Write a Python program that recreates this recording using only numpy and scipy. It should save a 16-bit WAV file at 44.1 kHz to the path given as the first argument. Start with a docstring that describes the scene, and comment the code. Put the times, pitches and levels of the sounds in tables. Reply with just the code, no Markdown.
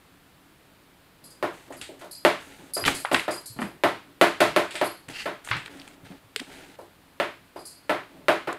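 """A toy wand on a hollow wooden surface in a small room, over a steady hiss of filtered noise.
Low rubs, made of resonant noise, and jingling bells, made of struck modes, open at about 1.2 s. From 1.4 s
taps ring the wood: filtered pulses, echoes and decaying sines. Hard plastic clicks, short filtered crackles,
crowd in near 3 s among gritty noise scrapes and soft thumps of damped sine. At 5.1 s a scuff rings, more
rubbing follows, then come the last taps, a bell jingle near 7.6 s and one final click at 8.5 s."""
import sys
import numpy as np
from scipy import signal
from scipy.fft import rfft, irfft, next_fast_len
from scipy.io import wavfile
from scipy.ndimage import uniform_filter1d

SR = 44100
rng = np.random.default_rng(int(sys.argv[2]) if len(sys.argv) > 2 else 0)


def how_loud(loudness_db):
    """Turn decibels into a plain amplitude multiplier (0 dB gives 1, 20 dB gives 10)."""
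    steps = np.asarray(loudness_db, float) / 20
    return 10 ** steps


def output_pcm(signal):
    """Save a mono or channel-first signal as 16-bit PCM at the path in sys.argv[1].

    Samples are clipped to [-1, 1] before scaling.
    """
    pcm = np.clip(np.atleast_2d(signal).T, -1, 1) * 32767
    wavfile.write(sys.argv[1], SR, np.round(pcm).astype(np.int16))


N = 378378
SPAN = SR * 2 // 5  # samples given to one ring or room tail


def unit(x):
    """Scales a signal to rms 1."""
    return x / np.sqrt(np.mean(x ** 2) + 1e-20)


def along(points, hz):
    """Reads (Hz, value) points on a log frequency axis."""
    f, v = np.transpose(points)
    return np.interp(np.log(hz + 1), np.log(f + 1), v)


def spectrum(points):
    """Turns (Hz, dB) points into a gain of frequency."""
    return lambda hz: how_loud(along(points, hz))


def resonant(peaks):
    """Sums band-pass resonances, each (centre Hz, width Hz, dB), into one response of frequency."""
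    return lambda f: sum(how_loud(db) * 1j * f * w / (c * c - f * f + 1j * f * w) for c, w, db in peaks)


def bump(hz, centre_hz, octaves):
    """A bell-shaped weight on a log frequency axis."""
    return np.exp(-.5 * (np.log2((hz + 1) / centre_hz) / octaves) ** 2)


def noise(response):
    """Noise of rms 1 coloured by a response of frequency."""
    m = next_fast_len(N)
    white = rfft(rng.standard_normal(m))
    return unit(irfft(white * response(np.fft.rfftfreq(m, 1 / SR)), m)[:N])


def pulse(db, size=2048):
    """The most compact causal (minimum-phase) pulse with the dB spectrum db(Hz), peak 1."""
    cepstrum = irfft(np.log(how_loud(db(np.fft.rfftfreq(size, 1 / SR)))), size)
    cepstrum[1:size // 2] *= 2  # fold the backward half of time onto the forward half
    cepstrum[size // 2 + 1:] = 0
    p = irfft(np.exp(rfft(cepstrum)), size)
    return p / np.abs(p).max()


def add(track, s, sound):
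    """Mixes a sound into the track at s seconds."""
    part = track[round(s * SR):][:len(sound)]
    part += sound[:len(part)]


def tail():
    """A new diffuse room answer of energy 1: noise in which each frequency dies at its own speed."""
    # room decay: f/Hz, time to fall by 60 dB/s
    room_decay = [(120, 0.54), (400, 0.25), (1000, 0.31), (2800, 0.37), (7000, 0.4), (15000, 0.22)]
    hz, t, z = signal.stft(rng.standard_normal(SPAN), SR, nperseg=256)
    t60 = np.clip(along(room_decay, hz), .05, 2)[:, None]
    x = signal.istft(z * how_loud(-60 * t / t60), SR, nperseg=256)[1][:SPAN]
    x = x * (1 - np.exp(-np.arange(SPAN) / SR / 0.00033))  # soft onset
    return x / np.linalg.norm(x)


def grit(rate, depth_db):
    """Random gain of rms 1 that heads for a new value rate times a second."""
    knots = rng.standard_normal(int(N * rate / SR) + 2)
    return unit(how_loud(depth_db * np.interp(np.arange(N) * rate / SR, np.arange(len(knots)), knots)))


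def strokes(rows):
    """Gains of both layers: each stroke presses down, fades as it slows, and lets go."""
    rise = 0.093  # share of a stroke spent pressing down
    gain = np.zeros((2, N))
    for s, length, first_db, second_db, fade_db in rows:
        u = np.linspace(0, 1, round(length * SR))
        shape = np.minimum(u / rise, 1) * how_loud(-fade_db * np.maximum(u - rise, 0))
        add(gain[0], s, how_loud(first_db) * shape)
        add(gain[1], s, how_loud(second_db) * shape)
    return uniform_filter1d(gain, size=300, axis=1)


def taps():
    """Each tap is a sharp pulse with early echoes and room tail, and rings the wood at new strengths."""
    # taps, levels before trims: t/s, level/dB, mid/dB, treble/dB, direct spike over the level/dB
    tap_rows = [(1.427, -14.5, -7.5, -35.5, -2), (1.704, -34, -24, -33.5, -5), (1.891, -35, -75, -41, -4),
                (2.013, -29.5, -1, -17, -5), (2.044, -32.5, -14, -26, -7), (2.25, -4, -1, -27.5, 4.5),
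                (2.767, -20, -11.5, -31.5, -9), (3.115, -12, -5, -32, -4), (3.28, -15.5, -5.5, -35.5, -6),
                (3.589, -25.5, -11, -39, -22), (3.617, -26.5, 4, -35, -3), (3.837, -7, -4, -32.5, 1),
                (4.213, -1.5, -2, -27.5, 2.5), (4.404, -2, -1, -24, -12), (4.563, -6, -2.5, -28, 2.5),
                (4.743, -25.5, -5, -18, -3), (4.814, -11.5, -5, -32.5, 1), (5.085, -37, -3, -21, 10),
                (5.257, -16, -2.5, -31.5, -9), (6.788, -35, -21, -33.5, -6), (6.811, -40, -22, -29, 0),
                (7.2, -12, 0.5, -30.5, 1), (7.56, -29, -14, -33, -13), (7.895, -9.5, -2, -34, -4),
                (8.284, -6, -1.5, -32, 2), (8.473, -16, -4.5, -37, -12)]
    # modes of the wood: f/Hz, relative level/dB, longest time to fall by 60 dB/s
    wood_modes = [(188, -12.5, 0.85), (277.8, -7, 0.23), (340, -1, 0.18), (426, -5, 0.53), (477, -51, 0.11),
                  (580, -1, 0.5), (600.9, 1.5, 0.15), (612.6, 2, 0.19), (679, -8.5, 0.31),
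                  (680, -4.5, 0.63), (731, -5, 0.66), (857.5, -2, 0.086), (961, -9.5, .28), (923, -9.5, .3),
                  (1054, -5.5, .28), (1143, -19.5, 0.068), (1343, -14, 0.9), (1450, -12.5, 0.57),
                  (1830, -24, 0.98), (1982, -15.5, 0.33)]
    # colour of a blow before its own mid and treble: f/Hz, relative level/dB
    blow_colour = [(40, -66), (100, -17.5), (220, -19), (340, 0), (490, -6), (620, -3.5), (1100, -8),
                   (2800, -21), (4500, -23.5), (8000, -27.5), (11500, -27.5), (16000, -41.5)]
    # early echoes off the walls, before the tap's own gain: delay/s, level/dB
    wall_echoes = [(.0022, -8), (.0036, -9), (.0058, -16.5), (.0095, -15)]
    out, t = np.zeros(N), np.arange(SPAN) / SR
    # close neighbours make each mode beat, alike at every tap
    knots = rng.standard_normal((len(wood_modes), 2, 30))
    beats = [np.interp(t, np.arange(30) / 70, a + 1j * b) for a, b in knots]
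    corner = tail()  # the taps land near one spot and share much of their echo
    tick = pulse(lambda hz: 40 * bump(hz, 9500, 0.74), size=256)
    for s, db, mid_db, treble_db, spike_db in tap_rows:
        def harder(hz):
            """Mid and treble lift of this tap in dB."""
            return (mid_db + 10.5) * bump(hz, 2310, 0.79) + (treble_db + 27.5) * bump(hz, 7900, 1.0)

        def direct(hz):
            """Spectrum in dB of the direct sound, which is brighter."""
            lows_and_top = 14 * bump(hz, 61, 0.8) + 6 * bump(hz, 13000, 0.56)
            return 0.76 * along(blow_colour, hz) + harder(hz) - lows_and_top

        blow = pulse(lambda hz: along(blow_colour, hz) + harder(hz))
        space = how_loud(9) * (.6 * corner + .8 * tail())
        for delay, wall_db in wall_echoes:
            space[round(delay * SR)] += how_loud(wall_db)
        add(out, s, how_loud(db - 0.5) * signal.fftconvolve(blow, space)[:SPAN])

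        ring = np.zeros(SPAN)
        for (hz, mode_db, t60), beat in zip(wood_modes, beats):
            fall_db = 60 * (t / min(t60, 0.2 + 15 / hz)) ** 1.336  # holds, then falls fast
            strength = how_loud(mode_db + harder(hz) + rng.normal(0, 1.37) - fall_db)
            swing = 1.1 * np.exp(.6j * rng.normal()) + .5 * beat
            ring += strength * (swing * np.exp(2j * np.pi * hz * t)).imag
        ring *= 1 - np.exp(-t / (0.0029 * how_loud(-spike_db)))  # soft taps swell
        add(out, s, how_loud(db - 20.0) * ring)

        add(out, s, how_loud(db + spike_db + 2.0) * pulse(direct))
        # something loose ticks just after the blow
        rattle = rng.standard_normal(300) * how_loud(-60 * t[:300] / 0.0097)
        add(out, s + 0.0055, how_loud(db + treble_db - 9.0) * np.convolve(rattle, tick))
    return out


def clicks():
    """A few milliseconds of crackle in a broad mid resonance and in the treble, with some room."""
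    # plastic clicks, body and treble before trims: t/s, body level/dB, centre f/Hz, treble level/dB, room/dB
    click_rows = [(1.724, -38.5, 1550, -47, 11.5), (1.8137, -25, 3070, -33.5, 5),
                  (2.8395, -13, 1830, -43, -8), (2.8516, -12.5, 2490, -31, 6.5),
                  (2.8778, -7, 1390, -20, -5), (2.8799, -3, 1400, -32, -21), (3.0492, -13.5, 1130, -51, -1),
                  (3.054, -16.5, 1730, -47, -25), (3.1449, -1, 2400, -35, -12),
                  (3.1485, -4.5, 1580, -33, -3.5), (3.1626, -13, 1360, -37, -14),
                  (3.1956, -14.5, 2460, -46, -4.5), (3.5887, -21.5, 1340, -60, -6),
                  (3.6177, -16.5, 1290, -41, -5), (3.626, -16, 1310, -47, -12.5),
                  (4.7084, -27.5, 2980, -37.5, 8), (4.7541, -20.5, 2490, -32.5, 7),
                  (5.0877, -28.5, 1600, -35, -6), (5.448, -37, 1810, -35, 2), (5.474, -23.5, 1230, -43, -8),
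                  (5.4881, -23, 2100, -48, 2), (5.5132, -10, 1610, -64, 4), (5.566, -28, 1830, -41.5, 5.5),
                  (5.66, -24, 2820, -44, -21), (5.679, -29, 1830, -56, -15), (5.713, -40, 2040, -49, -8),
                  (5.772, -39, 2130, -49, -1), (5.7983, -32, 4140, -59, -4), (5.8167, -33, 3950, -51, -15),
                  (5.877, -33.5, 2070, -40, -9), (5.885, -41, 2000, -45, -15),
                  (6.3611, -10.5, 3430, -20, -11.5), (6.3958, -20.5, 1880, -35, -13),
                  (6.3992, -18, 3590, -35, -21), (8.5281, -22.5, 1410, -31, -17)]
    out, t = np.zeros(N), np.arange(SR // 20) / SR
    fine = pulse(lambda f: 40 * bump(f, 7570, 0.57), size=512)
    fine /= np.linalg.norm(fine)
    for s, db, hz, treble_db, room_db in click_rows:
        # 15 ms to fall by 60 dB at a table level of -20 dB; harder clicks last longer
        t60 = 0.015 * how_loud(0.061 * (db + 20))
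        crackle = rng.standard_normal(len(t)) * how_loud(-60 * t / max(t60, .002))
        crackle /= np.linalg.norm(crackle)
        body = pulse(lambda f: 40 * bump(f, hz, 1.66) - 12 * bump(f, 14000, 1.0), size=512)
        body /= np.linalg.norm(body)
        colour = how_loud(db + 11) * body + how_loud(treble_db + 16.5) * fine
        add(out, s, signal.fftconvolve(crackle, colour))
        add(out, s, how_loud(room_db) * signal.fftconvolve(colour, tail()))
    return out


def bells():
    """A shake strikes the bell modes, then the pellets bounce on; many weak modes blur into a shimmer."""
    # shakes, levels before trims: t/s, level of mode groups 0, 1 and 2/dB (three columns), shimmer level/dB
    shake_rows = [(1.24, -49, -60, -55, -45), (1.3024, -55, -68, -65, -49), (1.7676, -55, -63, -56, -48),
                  (2.1115, -37.5, -47.5, -46.5, -38), (2.1497, -40, -62, -61, -54),
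                  (2.7359, -29, -50, -34, -31), (2.75, -30, -47.5, -49, -37), (2.8034, -50, -56, -54, -62),
                  (2.9462, -40.5, -47, -42, -28.5), (2.9994, -52, -51, -48, -49),
                  (3.1274, -43, -54, -46, -27.5), (3.3078, -30.5, -47, -47, -31.5),
                  (3.3385, -56, -60, -48, -48), (3.458, -49, -49, -47, -34.5), (3.604, -50, -66, -52, -41),
                  (4.8419, -43, -51, -45, -37.5), (4.8555, -45, -51, -45.5, -52),
                  (7.5677, -46, -64, -66, -66), (7.5914, -48, -64, -59, -50),
                  (7.653, -41, -53.5, -48, -36.5), (7.708, -46, -54, -57, -57)]
    # bell modes: f/Hz, relative level/dB, ring time before shortening/s, mode group
    bell_modes = [(4125, 3, .18, 1), (4410, 4, .22, 1), (4560, -3, .15, 1), (4872, -8, .2, 0),
                  (4900, 0, .22, 0), (9005, -1, .2, 2), (9606, 0, .2, 2), (10085, 2, .22, 2),
                  (10125, -2, .2, 2), (11538, 3, .2, 2), (11566, 2, .2, 2), (15385, -15, .16, 2)]
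    # colour of the shimmer noise: f/Hz, relative level/dB
    shimmer_colour = [(3500, -59), (4500, 0), (6000, -7), (7500, -1), (9500, -2.5), (12000, -20),
                      (16000, -20)]
    out, shimmer, t = np.zeros(N), np.zeros(N), np.arange(SPAN) / SR
    for s, *group_db, shimmer_db in shake_rows:
        # the first blow lands at once, 15 weaker bounces follow
        bounce_s = np.cumsum(rng.exponential(.014, size=16)) * (np.arange(16) > 0)
        strength = how_loud(-60 * bounce_s / 0.33 - 18.7 * (bounce_s > 0))
        place = np.minimum(bounce_s * SR, SPAN - 1).astype(int)
        for hz, db, t60, group in bell_modes:
            spread_db = rng.normal(0, 5.0, size=16) * np.where(bounce_s > 0, 1, 0.4)
            phase = np.exp(2j * np.pi * rng.random(size=16))
            blows = np.zeros(SPAN, complex)
            blows[place] = strength * how_loud(spread_db) * phase
            pole = how_loud(-60 / (0.62 * t60 * SR)) * np.exp(2j * np.pi * hz / SR)
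            ring = signal.lfilter([1], [1, -pole], blows).real
            add(out, s, how_loud(db + group_db[group] - 2) * ring)
        fade = how_loud(shimmer_db - 4.5 - 60 * t / 0.35)
        add(shimmer, s, fade * (1 - np.exp(-t / 0.0025)))
    out += how_loud(5.0) * signal.fftconvolve(out, tail())[:N]
    return out + shimmer * noise(spectrum(shimmer_colour))


def scrapes():
    """Sliding friction: gritty noise in a mid scrape and a fine hiss that share each stroke."""
    # sliding strokes: t/s, length/s, scrape level/dB, hiss level/dB, fade rate/dB per stroke length
    slide_rows = [(1.52, .17, -53, -56.5, 7), (1.81, 0.087, -45, -53, 18), (1.99, 0.058, -50, -53, 18),
                  (2.38, 0.337, -50, -54, 8.5), (2.855, 0.079, -22.5, -29, 15),
                  (2.935, 0.087, -37, -41, 14), (3.155, 0.054, -28, -43, 18), (3.19, 0.071, -47, -44.5, 11),
                  (3.59, .12, -51, -61, 15), (5.095, 0.055, -40, -48, 12), (5.145, .11, -48.5, -51, 0),
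                  (5.44, 0.071, -50.5, -50.5, -6), (5.5, 0.17, -34, -54, 26), (5.652, 0.032, -46, -56, 5),
                  (5.69, 0.26, -52, -59, 5), (6.04, 0.15, -51, -60.5, 11), (6.405, 0.1, -54, -62, -4),
                  (6.5, 0.26, -45.5, -53.5, 12)]
    # colour of the scrape: f/Hz, relative level/dB
    scrape_colour = [(290, -6.5), (500, -4.5), (538, -12.5), (904, -2.5), (1070, -32.5), (1360, -4.5),
                     (2190, -6.5), (6000, -15), (7800, -49), (13200, -120)]
    # colour of the fine hiss: f/Hz, relative level/dB
    hiss_colour = [(4500, -31), (6000, 11), (8500, 8.5), (11000, 4), (13500, -3), (16000, -12)]
    coarse, fine = strokes(slide_rows)
    scrape = coarse * grit(300, depth_db=3.0) * noise(spectrum(scrape_colour))
    return scrape + fine * grit(200, depth_db=0.5) * noise(spectrum(hiss_colour))


def scuff():
    """One ringing scuff: gritty noise in resonances, rolled off above 9 kHz, silent outside its curve."""
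    # level curve of the scuff: t/s, level/dB
    scuff_points = [(5.13, -46), (5.146, -41), (5.198, -33.5), (5.252, -48), (5.26, -35)]
    # what the scuff rings in: f/Hz, width/Hz, relative level/dB
    shell_peaks = [(2030, 180, 5), (2700, 480, 10), (4470, 780, 3), (7340, 760, -25)]
    s, db = np.transpose(scuff_points)
    gain = np.interp(np.arange(N) / SR, s, how_loud(db), 0, 0)
    gain = uniform_filter1d(gain, size=300)  # soft edges
    shell = resonant(shell_peaks)
    return gain * grit(150, depth_db=2.5) * noise(lambda hz: shell(hz) / (1 + (hz / 9000) ** 4))


def rubs():
    """Low rubbing: gritty noise in hollow resonances, with a rumble under each stroke."""
    # rubbing strokes: t/s, length/s, rub level/dB, rumble level/dB, fade rate/dB per stroke length
    rub_rows = [(1.21, 0.27, -57, -65, 10), (1.66, 0.18, -51, -61, 1), (1.885, .2, -50.5, -68, 16),
                (2.46, 0.11, -49.5, -77, 11), (2.585, 0.15, -45, -77, 16), (2.805, 0.064, -39.5, -55, 8),
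                (2.855, 0.19, -29.5, -39.5, 27), (3.125, 0.088, -23.5, -47, 37),
                (3.56, 0.027, -44.5, -46, 1), (3.63, 0.19, -39, -46, 23.5), (4.05, 0.097, -53.5, -67, 4),
                (4.445, 0.13, -50, -41, 17), (5.08, .08, -41, -47, 28), (5.54, .1, -45, -43, 14),
                (5.66, 0.41, -47.5, -70, 12), (6.02, .07, -61, -50, 9), (6.1, 0.11, -44, -51, 24),
                (6.415, 0.023, -36, -71, 21), (6.46, 0.28, -50, -81, 4.5), (8.09, 0.24, -51.5, -63, 2)]
    # what the rubbing sounds in: f/Hz, width/Hz, relative level/dB
    hollow_peaks = [(194, 45, -14), (277, 10, 3), (328, 77, -5), (550, 140, -14.5)]
    # colour of the rumble: f/Hz, relative level/dB
    rumble_colour = [(15, -40), (40, -18), (90, -20), (160, -4), (300, -50)]
    rubbing, shaking = strokes(rub_rows)
    rub = rubbing * grit(30, depth_db=1.5) * noise(resonant(hollow_peaks))
    return rub + shaking * noise(spectrum(rumble_colour))


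def thumps():
    """Soft contacts: one low, quickly damped swing, dead (down 60 dB) after 16.3 cycles."""
    # soft thumps, level before a trim: t/s, level/dB, f/Hz
    thump_rows = [(2.826, -37, 99.6), (3.499, -42, 114), (3.589, -23, 236), (3.617, -20.5, 232),
                  (3.64, -25, 205), (4.459, -33, 192), (5.078, -46, 116), (5.508, -29.5, 113.4),
                  (5.55, -35, 115), (6.03, -45, 105), (6.24, -54, 110), (6.101, -39, 188),
                  (6.361, -27, 433), (6.402, -33.5, 248)]
    out, t = np.zeros(N), np.arange(SPAN) / SR
    for s, db, hz in thump_rows:
        fade = how_loud(db + 5 - 60 * t * hz / 16.3)
        add(out, s, fade * (1 - np.exp(-t / 0.0051)) * np.sin(2 * np.pi * hz * t))
    return out


def hissing_floor():
    """The steady hiss of room and microphone: coloured noise at -56.5 dB rms."""
    # colour of the floor: f/Hz, relative level/dB
    floor_colour = [(12, -38.5), (20, -13.5), (164, -8), (200, -7.5), (223, -16), (272, -5.5), (381, -14),
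                    (1460, -17), (6300, -26.5), (15000, -30), (16400, -44)]
    return how_loud(-56.5) * noise(spectrum(floor_colour))


def scene():
    """All sources near the microphone over the steady floor."""
    handling = scrapes() + scuff() + rubs() + thumps()
    return (taps() + clicks() + bells() + handling + hissing_floor())[None]


def low_pass(x):
    """Removes everything above the highest recorded frequency."""
    return signal.sosfilt(signal.butter(12, 16510, fs=SR, output="sos"), x)


def record(dry):
    """The microphone colours the sound, and peaks beyond full scale are clipped."""
    # microphone response before scaling to gain 1 at 0 Hz: f/Hz, level/dB
    microphone_colour = [(3800, 1), (4700, -0.5), (5800, -5), (8500, -1), (15600, 0.5), (16000, -24)]
    colour = pulse(lambda hz: along(microphone_colour, hz), size=512)
    heard = signal.fftconvolve(dry[0], colour / np.sum(colour))[None, :N]
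    return low_pass(np.clip(heard, -1, 1))


dry = scene()
out = record(dry)
output_pcm(out)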